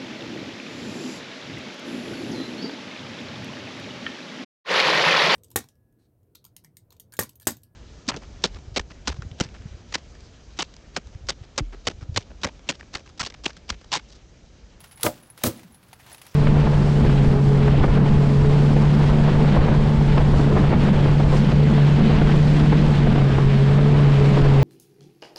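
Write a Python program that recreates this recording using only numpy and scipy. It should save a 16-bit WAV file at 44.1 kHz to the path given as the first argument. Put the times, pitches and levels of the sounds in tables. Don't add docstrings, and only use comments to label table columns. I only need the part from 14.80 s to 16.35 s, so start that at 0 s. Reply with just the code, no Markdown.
import sys
import numpy as np
from scipy import signal
from scipy.fft import rfft, irfft
from scipy.io import wavfile

SR = 44100
rng = np.random.default_rng(int(sys.argv[2]) if len(sys.argv) > 2 else 0)


def volts_from_db(level):
    exponent = np.asarray(level, float) / 20
    return 10 ** exponent


def unload_wav(signal):
    wavfile.write(
        sys.argv[1],
        SR,
        np.round(np.clip(np.atleast_2d(signal).T, -1, 1) * 32767).astype(np.int16),
    )


N = 68355


# (time [s], level [dB])
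RUSTLE_LEVEL = [(0, -46.5), (.07, -50.5), (.19, -60), (.225, -38.5), (.40, -49.5), (.53, -61), (.57, -56),
                (.585, -42.5), (.625, -42.5), (.75, -42.5), (.86, -54), (1.0, -59.5), (1.12, -55),
                (1.25, -51), (1.30, -41.5), (1.335, -43.5), (1.37, -47), (1.48, -49.5), (1.55, -52.5)]
# (frequency [Hz], level [dB])
RUSTLE_SPECTRUM = [(150, -75), (250, -3), (947, -3), (1150, -5), (3350, -6), (8040, -12.5), (15100, -18),
                   (16500, 2)]
GRAINS_PER_S, GRAIN_SPREAD_DB = 1600, 3.5

# (frequency [Hz], level [dB])
AIR_SPECTRUM = [(15, -40), (25, 20.5), (150, -4.5), (1550, -9), (2090, -15.5), (4860, -22.5), (7920, -30),
                (11300, -23.5), (15200, -18.5), (16500, -85)]
AIR_DB = -55.5
# (time [s], level [dB])
RUMBLE_LEVEL = [(0, -48.5), (.5, -51), (.6, -55.5), (.75, -48.5), (1.0, -51.5), (1.2, -49.5), (1.4, -53),
                (1.55, -54.5)]

# (time [s], level before the trim [dB], tub knock against the burst [dB], burst T60 [s])
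TICKS = [(0.0034, -41.5, -7, 0.034), (0.0402, -37, 0.5, 0.075), (0.1101, -43, -6, 0.12),
         (0.127, -43, 2, 0.034), (0.1731, -44, 0, 0.16), (0.1969, -41, 7.5, 0.076),
         (0.4336, -41, -31, 0.026), (0.4997, -43.5, 1, 0.031), (0.5756, -39, -18, 0.046),
         (0.7745, -42, -36, 0.014), (0.7916, -39.5, -36, 0.052), (0.8311, -42, 3, 0.075),
         (0.9433, -47, 3, 0.059), (1.0271, -49, -4, 0.092), (1.1291, -35, 7.5, 0.055),
         (1.1972, -45, 5, 0.18), (1.262, -42.5, 6.5, 0.098), (1.3455, -28, -6, 0.02),
         (1.3797, -41, -21, 0.06), (1.415, -33, -27, 0.049), (1.451, -42.5, 4, 0.06),
         (1.4648, -36.5, -1.5, 0.051), (1.5424, -34.5, -1, 0.055), (0.2085, -37.5, -22, 0.16),
         (.6145, -31.5, -4, 0.0083), (1.316, -35, 2, 0.044)]
# (frequency [Hz], level [dB])
TICK_SPECTRUM = [(180, -74), (300, -11.5), (1960, 4), (4500, -2.5), (7890, -9.5), (10900, -4),
                 (15700, -13.5), (16500, -53)]
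TICK_TRIM_DB = -6
# (frequency [Hz], level [dB], T60 [s])
TUB_TONES = [(769, -7, 0.038), (888, -4.5, 0.037)]

# (time [s], level before the trim [dB], frequency [Hz], T60 [s])
PINGS = [(0.0034, -40.5, 10600, 0.06), (0.071, -52, 10400, 0.2), (0.119, -42.5, 10100, 0.086),
         (0.27, -42, 7620, 0.22), (0.1572, -45.5, 10130, 0.13), (0.173, -44.5, 10160, 0.097),
         (0.406, -54, 10500, 0.035), (0.4265, -48, 10480, 0.13), (0.469, -52.5, 10340, 0.065),
         (0.5006, -38, 10210, 0.066), (0.7714, -45.5, 10130, 0.044), (0.921, -50, 10600, 0.093),
         (0.9428, -47, 10250, 0.14), (1.3267, -36.5, 10400, 0.063), (1.3692, -48, 10100, 0.09),
         (1.033, -54, 10550, 0.04), (1.082, -53.5, 10760, 0.04), (0.2097, -38, 10340, 0.095),
         (.5765, -38, 10900, 0.02), (1.135, -50, 10500, 0.064), (1.346, -46, 10600, 0.032),
         (1.381, -46, 10600, 0.024), (1.415, -41.5, 9940, 0.018), (1.4655, -40, 10750, 0.021)]
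PING_TRIM_DB, PING_BEAT_HZ, PING_PARTNER_DB = -5, 168, -1.5
JANGLE_DB, JANGLE_WIDTH_HZ, JANGLE_T60_S = -6, 600, 0.09

# (time [s], crack level [dB], boom level [dB], boom slope above 300 Hz [dB per octave],
# boost of the struck board [dB])
BLOWS = [(0.2324, -11.5, -29, 0.5, 2.5), (0.6374, -10.5, -23.5, -7.5, -19)]
# (frequency [Hz], level [dB])
CRACK_SPECTRUM = [(500, -15), (1300, 4), (3800, 6), (5200, 2.5), (6200, 9), (7200, 2.5), (11200, 7.5),
                  (15200, 3), (16500, 8.5)]
CRACK_RISE_S, CRACK_HOLD_S, CRACK_T60_S = 0.00071, 0.0013, 0.011
SPIKE_LAG_S, SPIKE_DB = 0.00087, 13
# (frequency [Hz], level [dB])
RETURN_SPECTRUM = [(710, -26), (1200, 0), (1820, -5), (2470, -8), (4240, -3.5), (15100, -5), (16000, 2),
                   (16500, -27)]
RETURN_DB = -10.5
RETURN_SWELL_DB, RETURN_PEAK_S, RETURN_T60_S = 8, 0.031, 0.099
RETURN_TAIL_DB, RETURN_TAIL_T60_S = -15, 0.36
BOOM_LAG_S, BOOM_RISE_S, BOOM_HOLD_S, BOOM_T60_S = 0.0021, 0.0127, 0.037, 0.11
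BOOM_TAIL_DB, BOOM_TAIL_T60_S = -14, 0.69
TAIL_DARK_DB = -11.5
TAIL_DAMPING = 1.94

# (frequency [Hz], level [dB], T60 before extra damping [s])
JOIST_MODES = [(89, -18, 0.088), (112.3, -4, 0.05), (176, -20, 0.12), (245.3, -0.5, 0.068),
               (329.6, -4.5, 0.072), (383, -5.5, 0.023), (475.5, -2.5, 0.1), (533, -5.5, 0.096),
               (597, 1, 0.075), (712, -3.5, 0.057), (840, -19, 0.15), (952, -9, 0.044), (1210, -8.5, 0.054),
               (2060, -16.5, 0.032), (2680, -23, 0.061)]
BOARD_LOW_HZ, BOARD_HIGH_HZ = 560, 760

# (time [s], level [dB], slope above 300 Hz [dB per octave], click level [dB])
THUMPS = [(0.2395, -46.5, 6.5, -71), (0.2586, -49, 0.5, -67), (0.265, -43, 10, -15.5),
          (.268, -38, 10.5, -46), (0.6397, -30, -1, -21), (0.6671, -28.5, -10.5, -29)]
THUMP_BASS_DB = -2
PUSH_S, CLICK_T60_S, CLICK_HZ = 0.0006, 0.027, 2200

# (time [s], level [dB], frequency [Hz])
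HUMS = [(0.844, -38, 180), (0.894, -45, 230.6)]
HUM_RISE_S, HUM_T60_S = 0.0053, 0.12

# (middle [s], spread [s], level [dB], frequency [Hz], width [Hz])
SCRAPES = [(1.325, 0.016, -55.5, 630, 120), (1.5, 0.016, -52.5, 5600, 1200)]

LOW_CUT_HZ, TOP_EDGE_HZ = 106, 15900
CEILING = 0.8


def evened(x):
    return x / np.sqrt(np.mean(x ** 2) + 1e-20)


def add(mix, s, sound):
    part = mix[max(round(s * SR), 0):][:len(sound)]
    part += sound[:len(part)]


def coloured(x, points):
    hz, db = np.transpose(points)
    bins = np.fft.rfftfreq(len(x), 1 / SR)
    gain = volts_from_db(np.interp(np.log(bins + 1), np.log(hz), db))
    return evened(irfft(rfft(x) * gain, len(x)))


def resonate(x, hz, width):
    r = np.exp(-np.pi * width / SR)
    return 2 * signal.lfilter([1 - r], [1, -r * np.exp(2j * np.pi * hz / SR)], x).imag


def fall(t, t60):
    return volts_from_db(-60 * np.maximum(t, 0) / t60)


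def level(points):
    s, db = np.transpose(points)
    return volts_from_db(np.interp(np.arange(N) / SR, s, db))


def rustle():
    size = volts_from_db(GRAIN_SPREAD_DB * np.minimum(rng.exponential(1, N), 5))
    starts = size * (rng.random(N) < GRAINS_PER_S / SR)
    lumps = signal.oaconvolve(starts, fall(np.arange(600) / SR, 0.04))[:N]
    return level(RUSTLE_LEVEL) * coloured(lumps * rng.standard_normal(N), RUSTLE_SPECTRUM)


def air():
    hush_noise, rumble_noise = rng.standard_normal((2, N))
    hush = volts_from_db(AIR_DB) * coloured(hush_noise, AIR_SPECTRUM)
    rumble = evened(resonate(resonate(rumble_noise, 74, 215), 93, 330))
    return hush + level(RUMBLE_LEVEL) * rumble


def tick(s, db, knock_db, t60):
    t = np.arange(6000) / SR
    knock = 0
    for hz, tone_db, ring in TUB_TONES:
        knock = knock + volts_from_db(tone_db) * fall(t, ring) * np.sin(2 * np.pi * (hz * t + rng.random()))
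    burst = fall(t, t60) * coloured(rng.standard_normal(len(t)), TICK_SPECTRUM)
    onset = np.minimum(t / 0.0018, 1)
    return s, volts_from_db(db + TICK_TRIM_DB) * onset * (burst + volts_from_db(knock_db) * knock)


def ping(s, db, hz, t60):
    t = np.arange(6000) / SR
    tone = np.sin(2 * np.pi * hz * t)
    partner = np.sin(2 * np.pi * ((hz + PING_BEAT_HZ) * t + rng.random()))
    tones = tone + volts_from_db(PING_PARTNER_DB) * partner
    rattle = evened(resonate(rng.standard_normal(len(t)), hz + 300, JANGLE_WIDTH_HZ))
    jangle = volts_from_db(JANGLE_DB) * fall(t, JANGLE_T60_S) * rattle
    onset = np.minimum(t / 0.00056, 1)
    return s, volts_from_db(db + PING_TRIM_DB) * onset * (fall(t, t60) * tones + jangle)


def blow(s, crack_db, boom_db, dark_db, board_db):
    lead = 0.006
    t = np.arange(26000) / SR - lead
    crack_noise, return_noise, boom_noise = rng.standard_normal((3, len(t)))

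    crack_noise[round((lead + SPIKE_LAG_S) * SR)] = volts_from_db(SPIKE_DB)
    rise = np.exp(np.minimum(t, 0) / CRACK_RISE_S)
    crack = rise * fall(t - CRACK_HOLD_S, CRACK_T60_S) * coloured(crack_noise, CRACK_SPECTRUM)

    swell = volts_from_db(RETURN_SWELL_DB * (np.clip(t / RETURN_PEAK_S, 0, 1) - 1.5))
    fade = fall(t - RETURN_PEAK_S, RETURN_T60_S) + volts_from_db(RETURN_TAIL_DB) * fall(t, RETURN_TAIL_T60_S)
    hiss = (t > 0) * swell * fade * coloured(return_noise, RETURN_SPECTRUM)

    shake = np.clip((t - BOOM_LAG_S) / BOOM_RISE_S, 0, 1) * boom_noise
    main_shake = shake * fall(t - BOOM_HOLD_S, BOOM_T60_S)
    tail_shake = shake * volts_from_db(BOOM_TAIL_DB) * fall(t, BOOM_TAIL_T60_S)
    boom = joists(main_shake, dark_db, board_db=board_db, even=True)
    boom = boom + joists(tail_shake, dark_db + TAIL_DARK_DB, damping=TAIL_DAMPING, even=True)
    return s - lead, volts_from_db(crack_db) * (crack + volts_from_db(RETURN_DB) * hiss) + volts_from_db(boom_db) * boom


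def joists(shake, dark_db, bass_db=0, board_db=0, damping=1, even=False):
    out = 0
    for hz, db, t60 in JOIST_MODES:
        octaves = np.log2(hz / 300)
        ring = resonate(shake, hz, 2.1 * damping / t60) * np.sqrt(t60 * SR / 14)
        if even:
            ring = ring * np.linalg.norm(shake) / np.linalg.norm(ring) / np.sqrt(2)
        slope_db = dark_db * max(octaves, 0) + bass_db * min(octaves, 0)
        boost_db = board_db * (BOARD_LOW_HZ < hz < BOARD_HIGH_HZ)
        out = out + volts_from_db(db + slope_db + boost_db) * ring
    return out


def thump(s, db, dark_db, click_db):
    t = np.arange(12000) / SR
    ramp = np.minimum(t / PUSH_S, 1)
    push = np.sqrt(SR / 30) * np.sin(np.pi * ramp) ** 2 / (PUSH_S * SR / 2)
    dull = signal.lfilter(*signal.butter(2, CLICK_HZ, fs=SR), rng.standard_normal(len(t)))
    click = ramp * fall(t, CLICK_T60_S) * evened(dull)
    return s, volts_from_db(db) * joists(push, dark_db, THUMP_BASS_DB) + volts_from_db(click_db) * click


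def hum(s, db, hz):
    t = np.arange(12000) / SR
    swell = np.minimum(t / HUM_RISE_S, 1) * fall(t - HUM_RISE_S, HUM_T60_S)
    return s, volts_from_db(db) * swell * np.sin(2 * np.pi * hz * t)


def scrape(s, spread, db, hz, width):
    swell = np.exp(-0.5 * ((np.arange(N) / SR - s) / spread) ** 2)
    friction, wobble = rng.standard_normal((2, N))
    stutter = volts_from_db(4.6 * evened(resonate(wobble, 32, 68)))
    return volts_from_db(db) * swell * evened(resonate(friction * stutter, hz, width))


def scene():
    mix = rustle() + air() + sum(scrape(*row) for row in SCRAPES)
    for source, rows in ((blow, BLOWS), (thump, THUMPS), (hum, HUMS), (tick, TICKS), (ping, PINGS)):
        for row in rows:
            add(mix, *source(*row))
    return mix[None]


def roll_off(x):
    return signal.sosfilt(signal.butter(12, 17000, fs=SR, output="sos"), x)


def record(dry):
    rounded = CEILING * np.tanh(dry / CEILING)
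    low_cut = signal.butter(2, LOW_CUT_HZ, "high", fs=SR, output="sos")
    thinned = signal.sosfilt(low_cut, rounded)
    top_edge = signal.firwin(255, TOP_EDGE_HZ, window=("kaiser", 7), fs=SR)
    finished = signal.oaconvolve(thinned, top_edge[None], "same")
    return roll_off(finished)


dry = scene()
out = record(dry)
unload_wav(out)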